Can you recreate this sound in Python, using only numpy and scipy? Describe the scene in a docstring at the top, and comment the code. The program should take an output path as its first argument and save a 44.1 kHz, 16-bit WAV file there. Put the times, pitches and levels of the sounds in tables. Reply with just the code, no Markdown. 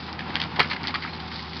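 """A distant wheel loader shoves a heap of dry brush across an open field.
From the start its diesel drones under a light wind and the crackle of dragged twigs.
Twigs snap, branches splinter and sticks knock, each crack scattered by the heap.
At 0.6 s one thick limb gives way, snaps and rings, and more cracks follow. Just after 1 s a twig
squeaks; then a high whine sags and climbs again while the cracks thin out."""
import sys
import numpy as np
from scipy import signal
from scipy.fft import rfft, irfft
from scipy.io import wavfile

SR = 44100
rng = np.random.default_rng(int(sys.argv[2]) if len(sys.argv) > 2 else 0)


def inscribe(sig):
    """Save sig as 16-bit PCM at rate SR to the path in sys.argv[1].

    A 1-D sig is mono; a 2-D sig holds one channel per row.
    Samples are clipped to [-1, 1] before scaling.
    """
    pcm = np.round(np.clip(np.atleast_2d(sig).T, -1, 1) * 32767)
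    wavfile.write(sys.argv[1], SR, pcm.astype(np.int16))


N = 70560
T = np.arange(N) / SR
BAND_HZ = 6500  # top of the microphone's range


def amp(db):
    """Decibels to gain."""
    return 10 ** (np.asarray(db) / 20)


def unit(x):
    """Scales to rms 1."""
    return x / np.sqrt(np.mean(x ** 2) + 1e-20)


def curve(rows, column=1):
    """One column of a time table, at every sample."""
    return np.interp(T, np.array(rows)[:, 0], np.array(rows)[:, column])


def add(mix, s, sound):
    """Mixes a sound in at time s."""
    part = mix[round(s * SR):][:len(sound)]
    part += sound[:len(part)]


def colour(x, points, size=4096):
    """Minimum-phase EQ through the given points: nothing rings ahead of an attack."""
    hz, db = np.transpose(points)
    bin_hz = abs(np.fft.fftfreq(size, 1 / SR))
    log_gain = np.log(amp(np.interp(np.log(bin_hz + 1), np.log(hz + 1), db)))
    taps = np.fft.ifft(np.exp(np.conj(signal.hilbert(log_gain)))).real[:size // 2]
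    return signal.fftconvolve(x, taps)[:len(x)]


def low_pass(x, hz, size=511):
    """Steep high cut."""
    return signal.oaconvolve(x, signal.firwin(size, hz, window="blackman", fs=SR), "same")


def drift(rate_hz):
    """Smooth random wander of rms 1."""
    rolloff = np.exp(-(np.fft.rfftfreq(N, 1 / SR) / rate_hz) ** 2)
    return unit(irfft(rfft(rng.standard_normal(N)) * rolloff, N))


def clicks(size, per_s, spread_db):
    """Random clicks of uneven strength."""
    strength = amp(spread_db * np.minimum(rng.exponential(1, size), 4))
    return strength * rng.choice([-1, 1], size) * (rng.random(size) < per_s / SR)


def ring(t, rise_s, t60):
    """Envelope of a wood resonance: a fast attack, then a fall of 60 dB in t60 seconds."""
    return (1 - np.exp(-t / rise_s)) * np.exp(-np.log(1000) * t / t60)


def tone(hz, db, waver=0.0027, waver_hz=8, flutter_db=1.0, flutter_hz=7):
    """A sine that wavers in pitch and flutters in level."""
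    turns = np.cumsum(hz * (1 + waver * drift(waver_hz))) / SR + rng.random()
    return np.sqrt(2) * amp(db + flutter_db * drift(flutter_hz)) * np.sin(2 * np.pi * turns)


def glide(rows, **unsteadiness):
    """A tone that follows a table of pitch and level, and sounds only over its span."""
    gate = (T >= rows[0][0]) * (T <= rows[-1][0])
    return tone(curve(rows), curve(rows, column=2), **unsteadiness) * gate


# diesel harmonics (multiple of the firing rate, level [dB])
ENGINE_ORDERS = [(2, -44.5), (2.5, -53.5), (3, -56.5), (4, -55), (6, -60.5)]
# engine effort, riding those harmonics (time [s], gain [dB])
ENGINE_LOAD = [(0, -1.5), (.3, 3), (.6, 3.5), (.9, -2.5), (1.15, 1.5), (1.6, -1.5)]
# low drone that lifts, then slowly sags (time [s], pitch [Hz], level [dB])
LOW_DRONE = [(0, 78.6, -45.5), (.45, 83.4, -45.5), (.85, 80.5, -46.5), (1.1, 81.2, -46.5), (1.3, 78.1, -45),
             (1.6, 77.9, -42.5)]
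# steady machine whine (time [s], pitch [Hz], level [dB])
MACHINE_WHINE = [(0, 375.6, -57), (.7, 377.3, -51), (1.6, 376.4, -52.5)]
# higher whine, likely hydraulic, sagging under load and climbing (time [s], pitch [Hz], level [dB])
HYDRAULIC_WHINE = [(1.14, 890, -51), (1.2, 815, -46), (1.265, 725, -49), (1.305, 835, -50),
                   (1.38, 900, -48), (1.48, 1130, -52)]
def engine(firing_hz=81.18):
    """The diesel's firing harmonics swell with effort, joined by a low drone and two whines."""
    firing = sum(tone(order * firing_hz, db + curve(ENGINE_LOAD)) for order, db in ENGINE_ORDERS)
    return firing + glide(LOW_DRONE) + glide(MACHINE_WHINE) + glide(HYDRAULIC_WHINE)


# low-heavy EQ of engine roar and wind (frequency [Hz], gain [dB])
ROAR_EQ = [(20, -27.5), (45, -19.5), (70, -9.5), (100, -4.5), (140, -3.5), (235, 0), (330, -8.5),
           (450, -12), (680, -14), (750, -4.5), (920, -6), (1100, -7.5), (1600, -12), (2200, -13.5),
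           (2800, -15), (4600, -22.5), (6000, -29.5), (7000, -50)]
# fader ride of the roar (time [s], level [dB])
ROAR_RIDE = [(0, -35.5), (.13, -36.5), (.4, -34.5), (.8, -36), (1.3, -38), (1.6, -38.5)]
def roar(gust_db=1.5):
    """Engine roar and wind make one broad, fluttering bed of noise."""
    bed = unit(colour(rng.standard_normal(N), ROAR_EQ))
    return bed * amp(curve(ROAR_RIDE) + gust_db * drift(rate_hz=35))


# crisp EQ of dragged twigs (frequency [Hz], gain [dB])
RUSTLE_EQ = [(800, -20.5), (1600, -5.5), (2200, -4.5), (2750, -7.5), (3500, -1), (4700, 0.5), (5200, -2),
             (6000, -3.5), (7000, -42)]
# fader ride of the rustle (time [s], level [dB])
RUSTLE_RIDE = [(0, -41), (.17, -50.5), (.3, -47), (.42, -50), (.53, -47.5), (.72, -42.5), (.81, -53.5),
               (.88, -33.5), (.925, -53), (1.04, -42.5), (1.17, -45.5), (1.27, -45), (1.37, -37),
               (1.45, -42.5), (1.6, -39)]
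def rustle(clump_db=1.3):
    """Countless small twigs crackle as the heap slides."""
    twigs = colour(clicks(N, per_s=3800, spread_db=4.5), RUSTLE_EQ)
    return unit(twigs) * amp(curve(RUSTLE_RIDE) + clump_db * drift(rate_hz=45))


# EQ of one snap (multiple of its pitch, gain [dB])
SNAP_EQ = [(.03, -28.5), (.3, -21.5), (.62, -9.5), (1, -0.5), (1.35, -10), (1.9, -13)]
# sharp snaps of twigs and, loudest at 0.6 s, the thick limb
# (time [s], peak level below BAND_HZ [dB], pitch [Hz])
WOOD_SNAPS = [(0.129, -17.5, 5200), (.356, -5.5, 3180), (0.4169, -7.5, 3380), (0.6015, -3, 2810),
              (0.6477, -19.5, 2300), (0.833, -18.5, 4900), (0.8584, -24, 2900), (0.8725, -13, 5200),
              (0.9434, -18, 2820)]
def snaps(size=512):
    """Dry wood parts in one clean click, thin pieces higher."""
    out = np.zeros(N)
    for s, db, hz in WOOD_SNAPS:
        eq = [(multiple * hz, gain_db) for multiple, gain_db in SNAP_EQ]
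        snap = colour(signal.unit_impulse(size), eq, size=1024)
        peak = abs(low_pass(np.pad(snap, size), BAND_HZ)).max()
        add(out, s, amp(db) * snap / peak)
    return out


def scatter(wood, wet_db=-13, t60=0.17, predelay_s=0.007):
    """Thin, short reflections from the heap and the ground."""
    t = T[:SR // 2]
    envelope = np.exp(-np.log(1000) * t / t60) * (t > predelay_s)
    tail = clicks(len(t), per_s=2000, spread_db=6) * envelope
    return amp(wet_db) * signal.fftconvolve(wood, tail / np.linalg.norm(tail))[:N]


def tear(decay_s, eq, attack_s=0.00017, size=2400):
    """A run of wood fibres fails, hardest at the start; the run begins near rms 1."""
    t = T[:size]
    envelope = (1 - np.exp(-t / attack_s)) * np.exp(-(t / decay_s) ** 2 / 2)
    fibres = colour(clicks(size, per_s=3500, spread_db=3.5) * envelope, eq, size=1024)
    return fibres * np.linalg.norm(envelope) / np.linalg.norm(fibres)


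# woody midrange of a crack (frequency [Hz], gain [dB])
BODY_EQ = [(100, -21), (350, -24), (670, -17), (780, -5), (1200, -3.5), (1600, 0), (2150, 5), (2700, -9.5),
           (4000, -40.5)]
# its bright, splintery top (frequency [Hz], gain [dB])
SPLINTER_EQ = [(800, -33), (2000, -2), (2700, -4.5), (3200, 2), (3700, -2.5), (4600, 2), (5200, -7.5),
               (6000, -5), (7000, -28.5)]
# cracking branches (time [s], decay [s], body level [dB], splinter level [dB])
BRANCH_CRACKS = [(.191, 0.0036, -30.5, -30), (0.206, 0.004, -32, -34), (0.304, 0.0033, -31, -41),
                 (0.343, 0.0016, -35, -32), (.351, 0.02, -32, -37.5), (0.364, 0.0022, -26.5, -26),
                 (.369, 0.0027, -25, -31), (.399, 0.0038, -31, -23), (.410, 0.0093, -35, -31.5),
                 (0.4255, 0.003, -30.5, -29), (.435, 0.0041, -27.5, -27.5), (0.56, 0.0068, -31.5, -33),
                 (0.5937, 0.0024, -14.5, -15), (0.600, 0.005, -16.5, -18.5), (.611, 0.0059, -18.5, -26),
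                 (0.6246, 0.0076, -40, -29), (.644, 0.0031, -25.5, -51.5), (.698, 0.027, -33, -32.5),
                 (.711, 0.0077, -22.5, -29), (.731, 0.0059, -25, -29), (.763, 0.0039, -27, -32.5),
                 (0.839, 0.0052, -33, -31.5), (.849, 0.012, -32, -41.5), (.871, 0.0065, -31, -27),
                 (.880, 0.0096, -32, -28.5), (.906, 0.0035, -35, -33), (.941, 0.0039, -25, -28.5),
                 (0.9475, 0.0037, -22.5, -25.5), (0.954, 0.0084, -26.5, -28.5),
                 (1.022, 0.0098, -32.5, -36.5), (1.035, 0.013, -32, -38), (1.061, 0.0045, -33, -41),
                 (1.073, 0.011, -35, -59), (1.132, 0.0084, -39, -40), (1.200, 0.0073, -39, -35.5),
                 (1.275, 0.0019, -48.5, -41), (1.316, 0.0054, -35, -38), (1.392, 0.006, -40, -33),
                 (1.532, 0.0027, -33.5, -33), (1.566, 0.0019, -46, -31)]
def branches():
    """Branches splinter, each in two layers of tearing fibres: body and top."""
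    out = np.zeros(N)
    for s, decay_s, body_db, splinter_db in BRANCH_CRACKS:
        body = amp(body_db) * tear(decay_s, BODY_EQ)
        splinters = amp(splinter_db) * tear(decay_s, SPLINTER_EQ)
        add(out, s, body + splinters)
    return out


# hollow knocks (time [s], pitch [Hz], peak level [dB])
STICK_KNOCKS = [(.3535, 977, -27.5), (0.9409, 1160, -15.5), (0.9558, 1245, -18), (1.0496, 1283, -21)]
def knocks(size=2000):
    """Thicker sticks ring briefly, each at one pitch."""
    out, t = np.zeros(N), T[:size]
    envelope = ring(t, rise_s=0.00033, t60=0.018)
    for s, hz, db in STICK_KNOCKS:
        add(out, s, amp(db) * envelope / envelope.max() * np.sin(2 * np.pi * hz * t))
    return out


# dull EQ of thick wood yielding (frequency [Hz], gain [dB])
YIELD_EQ = [(40, -41.5), (90, -31), (140, -15.5), (250, -15.5), (400, -5), (650, -8.5), (780, 1.5),
            (1100, -3), (1500, -15), (3000, -47)]
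# stages in which the limb gives way (time [s], decay [s], level [dB])
LIMB_YIELDS = [(.588, 0.0094, -23), (0.5966, 0.0063, -17.5)]
# resonances of the limb (frequency [Hz], level [dB], t60 [s])
LIMB_MODES = [(149.4, -27.5, 0.15), (220, -31.5, 0.094), (420, -27.5, 0.084), (714, -22, 0.052),
              (885, -34, 0.2), (1217, -24, 0.094), (1293, -22, 0.07), (1386, -20.5, 0.055),
              (1715, -24.5, 0.17), (1823, -26, 0.062), (2026, -12, 0.018), (2236, -17.5, .065),
              (2390, -16.5, 0.051), (2890, -26, 0.14), (3240, -22, 0.059), (4700, -26, 0.05)]
def limb(break_s=0.602, size=12000):
    """The thick limb yields with dull cracks, then parts and rings."""
    out, t = np.zeros(N), T[:size]
    for s, decay_s, db in LIMB_YIELDS:
        add(out, s, amp(db) * tear(decay_s, YIELD_EQ))
    for hz, db, t60 in LIMB_MODES:
        envelope = ring(t, rise_s=0.00042, t60=t60)
        add(out, break_s, amp(db) * envelope * np.sin(2 * np.pi * (hz * t + rng.random())))
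    return out


# path of the squeak (time [s], pitch [Hz], level [dB])
TWIG_SQUEAK = [(1.06, 4110, -63), (1.1, 4130, -46), (1.126, 4250, -67), (1.136, 4280, -34.5),
               (1.146, 4070, -45), (1.165, 4050, -74)]
def squeak():
    """A twig rubs with a thin, unsteady tone."""
    return glide(TWIG_SQUEAK, waver=0.009, waver_hz=250, flutter_db=2.5, flutter_hz=150)


def scene():
    """Breaking wood over the machine and the wind, in mono."""
    wood = snaps() + branches() + knocks() + limb()
    return (wood + scatter(wood) + rustle() + squeak() + engine() + roar())[None]


# treble roll-off of the microphone (frequency [Hz], gain [dB])
MICROPHONE_EQ = [(4900, -0.5), (5250, -2.5), (5550, -16), (5850, -15), (6100, -26), (6400, -36)]
def record(dry, ceiling=0.67, high_cut_hz=15900):
    """A small microphone with little treble, which clips at its ceiling."""
    dulled = low_pass(colour(dry[0], MICROPHONE_EQ), BAND_HZ)
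    clipped = np.clip(dulled, -ceiling, ceiling)
    return low_pass(clipped, high_cut_hz)[None]


dry = scene()
out = record(dry)
inscribe(out)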